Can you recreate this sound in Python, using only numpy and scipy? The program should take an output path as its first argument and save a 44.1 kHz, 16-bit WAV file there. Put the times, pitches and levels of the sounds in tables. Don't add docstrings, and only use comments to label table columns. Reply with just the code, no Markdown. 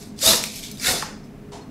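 import sys
import numpy as np
from scipy import signal
from scipy.fft import rfft, irfft, next_fast_len
from scipy.io import wavfile
from scipy.ndimage import uniform_filter1d, map_coordinates

SR = 44100
rng = np.random.default_rng(int(sys.argv[2]) if len(sys.argv) > 2 else 0)


def pcm_store(signal):
    levels = np.round(np.clip(np.atleast_2d(signal), -1, 1) * 32767)
    wavfile.write(sys.argv[1], SR, levels.astype(np.int16).T)


def ratio_of_db(decibels):
    return 10 ** (np.asarray(decibels, float) / 20)


N = 74970

# f/Hz, level/dB per Hz
BLADE_COLOUR = [(900, -24.5), (2300, -12), (3280, -15.5), (3520, -7.5), (5000, -5.5), (9000, -9.5),
                (13000, -13), (16000, -29)]


def unit(x):
    return x / np.sqrt(np.mean(x ** 2) + 1e-20)


def along(points, hz):
    f, v = np.transpose(points)
    return np.interp(np.log(hz + 1), np.log(f + 1), v)


def curves(rows):
    s, *cols = np.transpose(rows)
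    t = np.arange(N) / SR
    gate = np.clip(np.minimum(t - s[0] + 0.0079, s[-1] - t) / 0.0042, 0, 1)
    return [np.interp(t, s, c) for c in cols] + [gate]


def wobble(rate):
    knots = rng.standard_normal(int(N * rate / SR) + 4)
    return map_coordinates(knots, [np.arange(N) * rate / SR])


def filtered(x, response):
    m = next_fast_len(N + SR // 2)
    return irfft(rfft(x, m) * response(np.fft.rfftfreq(m, 1 / SR)), m)[..., :N]


def modes(table):
    def response(f):
        return sum((-1) ** k * ratio_of_db(db) * 1j * f * width / (hz * hz - f * f + 1j * f * width)
                   for k, (hz, width, db) in enumerate(table))
    return response


def colour(points):
    return lambda f: ratio_of_db(along(points, f)) * (f > points[0][0] / 2)


def patchy(x, depth_db):
    z = signal.stft(x, nperseg=256)[2]
    field = uniform_filter1d(rng.standard_normal(z.shape), size=4, axis=0)
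    field = uniform_filter1d(field, size=5, axis=1)
    return signal.istft(z * ratio_of_db(depth_db * unit(field)), nperseg=256)[1][:N]


def swing(hz, t):
    return np.sin(2 * np.pi * hz * t)


def decay(db, t, t60_s):
    return ratio_of_db(db - 60 * t / t60_s)


def drop_in(track, start_s, sound):
    track[round(start_s * SR):][:len(sound)] += sound


def cooler():
    # f/Hz, width/Hz, level/dB
    hum_lines = [(27.8, 9.8, -52), (98, 13, -53.5), (147.3, 16, -47.5), (208.9, 5.6, -45.5),
                 (249.3, 18, -46.5), (292.6, 7.8, -54.5), (411.3, 5.7, -51.5), (465, 14, -66),
                 (675, 60, -59.5)]
    # f/Hz, level/dB per Hz
    air_colour = [(20, -7.5), (232, -3.5), (330, -9.5), (405, -8), (560, -18), (2600, -27), (3600, -35.5),
                  (15600, -44)]
    hum = sum(ratio_of_db(line[2]) * unit(filtered(rng.standard_normal(N), modes([line]))) for line in hum_lines)
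    air = unit(filtered(rng.standard_normal(N), colour(air_colour)))
    return ratio_of_db(-46.5) * air + hum


def room(x):
    # f/Hz, t60/s
    tile_decay = [(200, 0.53), (2000, 0.39), (6000, 0.47), (14000, 0.2)]
    out, step = np.zeros(N + SR), SR // 8
    for a in range(0, N, step):
        hz, t, z = signal.stft(rng.standard_normal(SR // 2), SR, nperseg=256)
        fall = ratio_of_db(-60 * t / along(tile_decay, hz)[:, None])
        tail = signal.istft(z * fall, SR, nperseg=256)[1]
        y = signal.fftconvolve(x[a:a + step], tail / np.linalg.norm(tail))
        out[a + 200:][:len(y)] += y
    return out[:N]


def shoe():
    # f/Hz, level/dB per Hz
    sole_colour = [(600, -6), (920, -1), (1300, -16), (1650, -19), (4500, -18.5), (7000, -20),
                   (11000, -31.5), (12500, -44)]
    # t/s, length/s, f/Hz, level/dB
    squeaks = [
        (1.61, 0.025, 4240, -51),
        (1.647, .02, 4200, -74),
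    ]
    t = np.arange(N) / SR
    u = t - 1.5175
    shape = np.clip(u / 0.003, 0, 1) * decay(0, np.maximum(u - 0.049, 0), t60_s=0.35)
    rub = unit(filtered(rng.standard_normal(N) * ratio_of_db(0.9 * wobble(230)), colour(sole_colour)))
    hiss = filtered(rub, lambda f: np.clip(f / 1500 - 1, 0, 1))
    hiss_gain = decay(2, np.maximum(u - 0.033, 0), t60_s=0.5)
    scuff = ratio_of_db(-42) * shape * (rub + hiss * (hiss_gain - 1))
    for start_s, length_s, hz, db in squeaks:
        swell = np.sin(np.pi * np.clip((t - start_s) / length_s, 0, 1))
        scuff = scuff + ratio_of_db(db) * swell * swing(hz, t)
    return scuff


def handle_knock():
    # f/Hz, level/dB, t60/s
    wood_modes = [(1100, -4, 0.03), (1800, 4.5, 0.018), (2400, 6.5, 0.0076), (3300, 4, 0.0066)]
    out, t = np.zeros(N + SR), np.arange(SR // 8) / SR
    ring = sum(decay(db, t, t60_s) * (1 - np.exp(-t * hz / 0.7)) * swing(hz, t)
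               for hz, db, t60_s in wood_modes)
    rest_hz, sag_hz, sag_s = 876, 993, 0.0028
    turns = rest_hz * t + sag_hz * sag_s * (1 - np.exp(-t / sag_s))
    ring += decay(3, np.maximum(t - 0.0041, 0), t60_s=0.031) * np.sin(2 * np.pi * turns)
    drop_in(out, 1.0241, ratio_of_db(-26) * ring)
    return out[:N]


def tooth_ticks():
    # t/s, peak/dB, ring f/Hz, ring t60/s,
    # crack/dB over the peak, crack t60/s
    catches = [(0.19, -23.5, 4680, 0.0046, 4.5, 0.0076), (.4389, -4, 2400, 0.0041, 0, 0.0049),
               (.4435, -14.5, 3300, 0.0032, -2, 0.0026), (.6374, -23.5, 3540, 0.018, -3.5, .01),
               (.641, -28, 3990, 0.0066, 0, .008), (.7135, -33.5, 12100, 0.022, 0, .02),
               (.7155, -35.5, 10030, 0.028, -9, .02), (.8472, -14.5, 4000, 0.018, 0, .01),
               (0.7136, -31, 6100, .025, 4.5, .03), (0.7728, -31, 3770, 0.018, 3, 0.0086),
               (.798, -26, 4960, 0.032, 1.5, 0.012), (.843, -19, 3800, 0.009, 1, 0.023),
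               (.8679, -8, 3690, 0.017, -9, .005), (1.0238, -17.5, 4698, 0.004, -2, .004),
               (1.24, -44, 5180, 0.021, -3, .09)]
    # f/Hz, width/Hz, level/dB
    crack_modes = [(5540, 8000, 1)]
    rings, cracks, t = np.zeros(N + SR), np.zeros(N + SR), np.arange(SR // 8) / SR
    for start_s, db, hz, t60_s, crack_db, crack_t60_s in catches:
        rise = 1 - np.exp(-t * hz / 0.66)
        drop_in(rings, start_s, 0.85 * decay(db, t, t60_s) * rise * swing(hz, t))
        crack_rise = 1 - np.exp(-t / crack_t60_s * 12)
        grit = np.sign(rng.standard_normal(len(t)))
        drop_in(cracks, start_s, decay(db + crack_db, t, crack_t60_s) * crack_rise * grit)
    return rings[:N] + filtered(cracks[:N], lambda f: modes(crack_modes)(f) ** 2)


def jolt_rings():
    # t/s, peak/dB, f/Hz, t60/s
    jolts = [(.228, -19, 551, 0.053), (.258, -4.5, 3640, 0.05), (0.263, -26.5, 69, .16),
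             (0.277, -4, 3824, 0.045), (.227, -13.5, 3730, 0.047), (.289, -10, 4100, .04),
             (.307, -12, 4160, .04), (.309, -9.5, 3548, .04), (.333, -10, 3700, 0.038),
             (.717, -31.5, 205.8, .3), (.797, -29, 2300, 0.028), (.864, -12, 3630, 0.02),
             (.880, -10, 3814, .02), (1.519, -38, 937, 0.066), (1.545, -38, 864, .06),
             (1.0265, -16, 860, 0.024), (1.036, -25, 1800, .02), (.236, -19.5, 617, 0.068),
             (.315, -13, 1190, 0.023), (.868, -17, 2172, 0.065), (.884, -18, 1467, 0.041),
             (.892, -14, 6440, .015), (0.875, -29.5, 66.9, 0.2), (.886, -12, 1860, 0.04)]
    out, t = np.zeros(N + SR), np.arange(SR // 8) / SR
    for start_s, db, hz, t60_s in jolts:
        rise = 1 - np.exp(-t / 0.003)
        drop_in(out, start_s, decay(db, t, t60_s) * rise * swing(hz, t))
    return out[:N]


def pull(rows, spectrum):
    drag_db, treble_db, gate = curves(rows)
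    grains = rng.standard_normal(N) * ratio_of_db(1.5 * wobble(900) + 1.3 * wobble(120))
    drag = unit(filtered(patchy(grains, depth_db=1.7), colour(spectrum)))
    top = filtered(drag, lambda f: np.clip(f / 4000 - 1.5, 0, 1))
    return gate * ratio_of_db(drag_db) * (drag + top * (ratio_of_db(treble_db) - 1))


def tooth_strikes(rate_hz, turns):
    at = np.flatnonzero(np.diff(np.floor(turns)))
    chance = rng.standard_normal((N // 20, 2))[:len(at)]
    jitter = 0.07 * chance[:, 0] * SR / rate_hz[at]
    at = np.clip(at + jitter, 0, N - 1).astype(int)
    return np.bincount(at, ratio_of_db(3.5 * chance[:, 1]), N)


def push(rows, dull_db_per_db, tone):
    # f/Hz, width/Hz, level/dB
    blade_modes = [(3490, 110, -2), (3815, 200, -3), (5230, 260, -14), (5830, 100, -33.5),
                   (6900, 490, -18.5), (7560, 150, -27)]
    marrow_modes = [(430, 147, -1), (596, 258, -1), (897, 280, -2), (1316, 250, -6)]
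    shell_modes = [(1380, 300, -3), (1860, 347, 1), (2178, 320, 1), (2820, 600, -2.5)]
    carcass_modes = [(106, 68, -7.5), (210, 104, 0.5), (328, 510, -6)]
    rate_hz, rasp_db, marrow_db, shell_db, shove_db, ring_hz, gate = curves(rows)
    pressure_db = rasp_db - rasp_db.max()
    turns = np.cumsum(rate_hz * (1 + .02 * wobble(60))) / SR
    teeth = tooth_strikes(rate_hz, turns)

    burst = unit(np.convolve(teeth, np.exp(-np.arange(100) / (0.000094 * SR)))[:N])
    gated = 0.17
    grit = rng.standard_normal(N) * (1 - gated + gated * burst) * ratio_of_db(0.29 * wobble(150))
    steel = lambda f: colour(BLADE_COLOUR)(f) * (1 + modes(blade_modes)(f))
    rasp = unit(filtered(patchy(grit, depth_db=2), steel))
    top = filtered(rasp, lambda f: np.clip(f / 6000 - .9, 0, 1))
    rasp = rasp - top * (1 - ratio_of_db(dull_db_per_db * pressure_db))

    ring = unit(wobble(270) * np.sin(2 * np.pi * np.cumsum(ring_hz) / SR))
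    ring *= ratio_of_db(-11.5 + 1.4 * pressure_db)

    drive = unit(teeth - teeth.mean()) + 0.57 * rng.standard_normal(N)
    marrow = unit(filtered(drive, lambda f: modes(marrow_modes)(f) ** 2 * (f > 350)))
    marrow = unit(marrow + tone * ratio_of_db(1.4 * wobble(70)) * np.sin(2 * np.pi * turns))
    shell = unit(filtered(patchy(drive, depth_db=2.5), lambda f: modes(shell_modes)(f) ** 2))
    meat = unit(filtered(rng.standard_normal(N), modes(carcass_modes)))
    body = ratio_of_db(marrow_db) * marrow + ratio_of_db(shell_db) * shell + ratio_of_db(shove_db) * meat
    return gate * ratio_of_db(rasp_db) * (rasp + ring + body)


def scene():
    # t/s, tooth rate f/Hz, rasp/dB, then over the rasp marrow/dB, shell/dB, shove/dB; blade ring f/Hz
    first_push = [
        (.168, 430, -54, -36, -18, -29.5, 3600),
        (.223, 530.5, -24, -41, -23, -37, 3600),
        (.230, 559, -22, -16.5, -26, -40, 3620),
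        (.258, 652.6, -14.5, -15, -33.5, -29.5, 3620),
        (.282, 655.8, -15, -10.5, -21.5, -12, 3850),
        (.312, 657.4, -16, -13, -24.5, -12, 4070),
        (.334, 507, -19.5, -9, -12.5, -11, 4110),
        (.358, 414.8, -22, -12.5, -21, -18.5, 4050),
        (.43, 414, -40.5, -2, -8, -28.5, 3900),
    ]
    second_push = [
        (.785, 653.4, -45.5, -35, -38, -32, 3530),
        (.812, 696, -33, -22, -14.5, -38, 3646),
        (.845, 711, -26, -21.5, -4, -46, 3550),
        (.870, 722.2, -20.5, -16.5, -11.5, -12, 3620),
        (.892, 742.2, -21, -7.5, -9.5, -12.5, 3860),
        (.915, 730, -22.5, -11.5, -13, -17, 4080),
        (.934, 703, -26, -4, -34, -5.5, 4150),
        (1.0, 625, -33, -16, -5.5, -12, 3700),
        (1.15, 390.3, -58, 6, 3, -2.5, 3570),
    ]
    # t/s, drag/dB, treble/dB
    pulls = [
        [(0, -45.5, 2), (.02, -44, -4), (.07, -52.5, -1), (.16, -77, 0)],
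        [(.43, -34.5, 2.5), (.455, -34, 1.5), (.505, -42, -3), (.56, -36, 0.5), (.62, -43.5, -1),
         (.63, -34, -5.5), (.65, -35.5, -5), (.69, -42, -4.5), (.79, -54.5, 6)],
    ]
    # f/Hz, level/dB per Hz
    drag_colour = [(900, -27), (2050, -10.5), (2300, 0), (2650, -7.5), (3600, -1.5), (5000, -2), (8000, -5),
                   (12500, -7.5), (16000, -22)]
    # f/Hz, level/dB
    side_tilt = [(60, -2.5), (1000, 0.5), (2500, -5.5), (5000, 6.5), (12000, 12)]
    near = push(first_push, dull_db_per_db=0.14, tone=0.41)
    near = near + push(second_push, dull_db_per_db=0.27, tone=0.11)
    near = near + pull(pulls[0], BLADE_COLOUR) + pull(pulls[1], drag_colour)
    near = near + tooth_ticks() + jolt_rings() + handle_knock() + shoe()
    mid = near + ratio_of_db(-7) * room(near) + cooler()
    hz, _, z = signal.stft(mid, SR, nperseg=256)
    scatter = np.exp(2j * np.pi * rng.random(z.shape))
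    z = z * scatter * ratio_of_db(-16 + along(side_tilt, hz))[:, None]
    side = signal.istft(z, nperseg=256)[1][:N]
    return np.array([mid + side, mid - side])


def narrowed(mid, side):
    # start t/s, end t/s
    mono_spells = [
        (.225, .3),
        (.805, .835),
    ]
    zm, zs = signal.stft(np.array([mid, side]), nperseg=2048)[2]
    loud_db = 10 * np.log10(np.mean(np.abs(zm[150:600]) ** 2, axis=0) + 1e-20)
    luck = np.repeat(rng.standard_normal((33, zs.shape[1])), 32, axis=0)[:len(zs)]
    low = (np.arange(len(zs)) < 192)[:, None]
    low_margin_db = 29 * luck - 55.5 / 2
    high_margin_db = -60.5 + 19.5 * luck - loud_db
    keep = np.clip(np.where(low, low_margin_db, high_margin_db) / 2, 0, 1)
    block_s = np.arange(zs.shape[1]) * 1024 / SR
    for a, b in mono_spells:
        keep = keep * np.clip(np.maximum(a - block_s, block_s - b) / .004, 0, 1)
    return signal.istft(zs * keep, nperseg=2048)[1][:N]


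def band_limit(x):
    return signal.sosfilt(signal.butter(12, 15740, fs=SR, output="sos"), x)


def record(dry):
    ceiling, knee = .95, 4
    x = dry / (1 + np.abs(dry / ceiling) ** knee) ** (1 / knee)
    x = filtered(x, lambda hz: hz < 15750)
    mid, side = (x[0] + x[1]) / 2, (x[0] - x[1]) / 2
    side = narrowed(mid, side)
    return band_limit(np.array([mid + side, mid - side]))


dry = scene()
out = record(dry)
pcm_store(out)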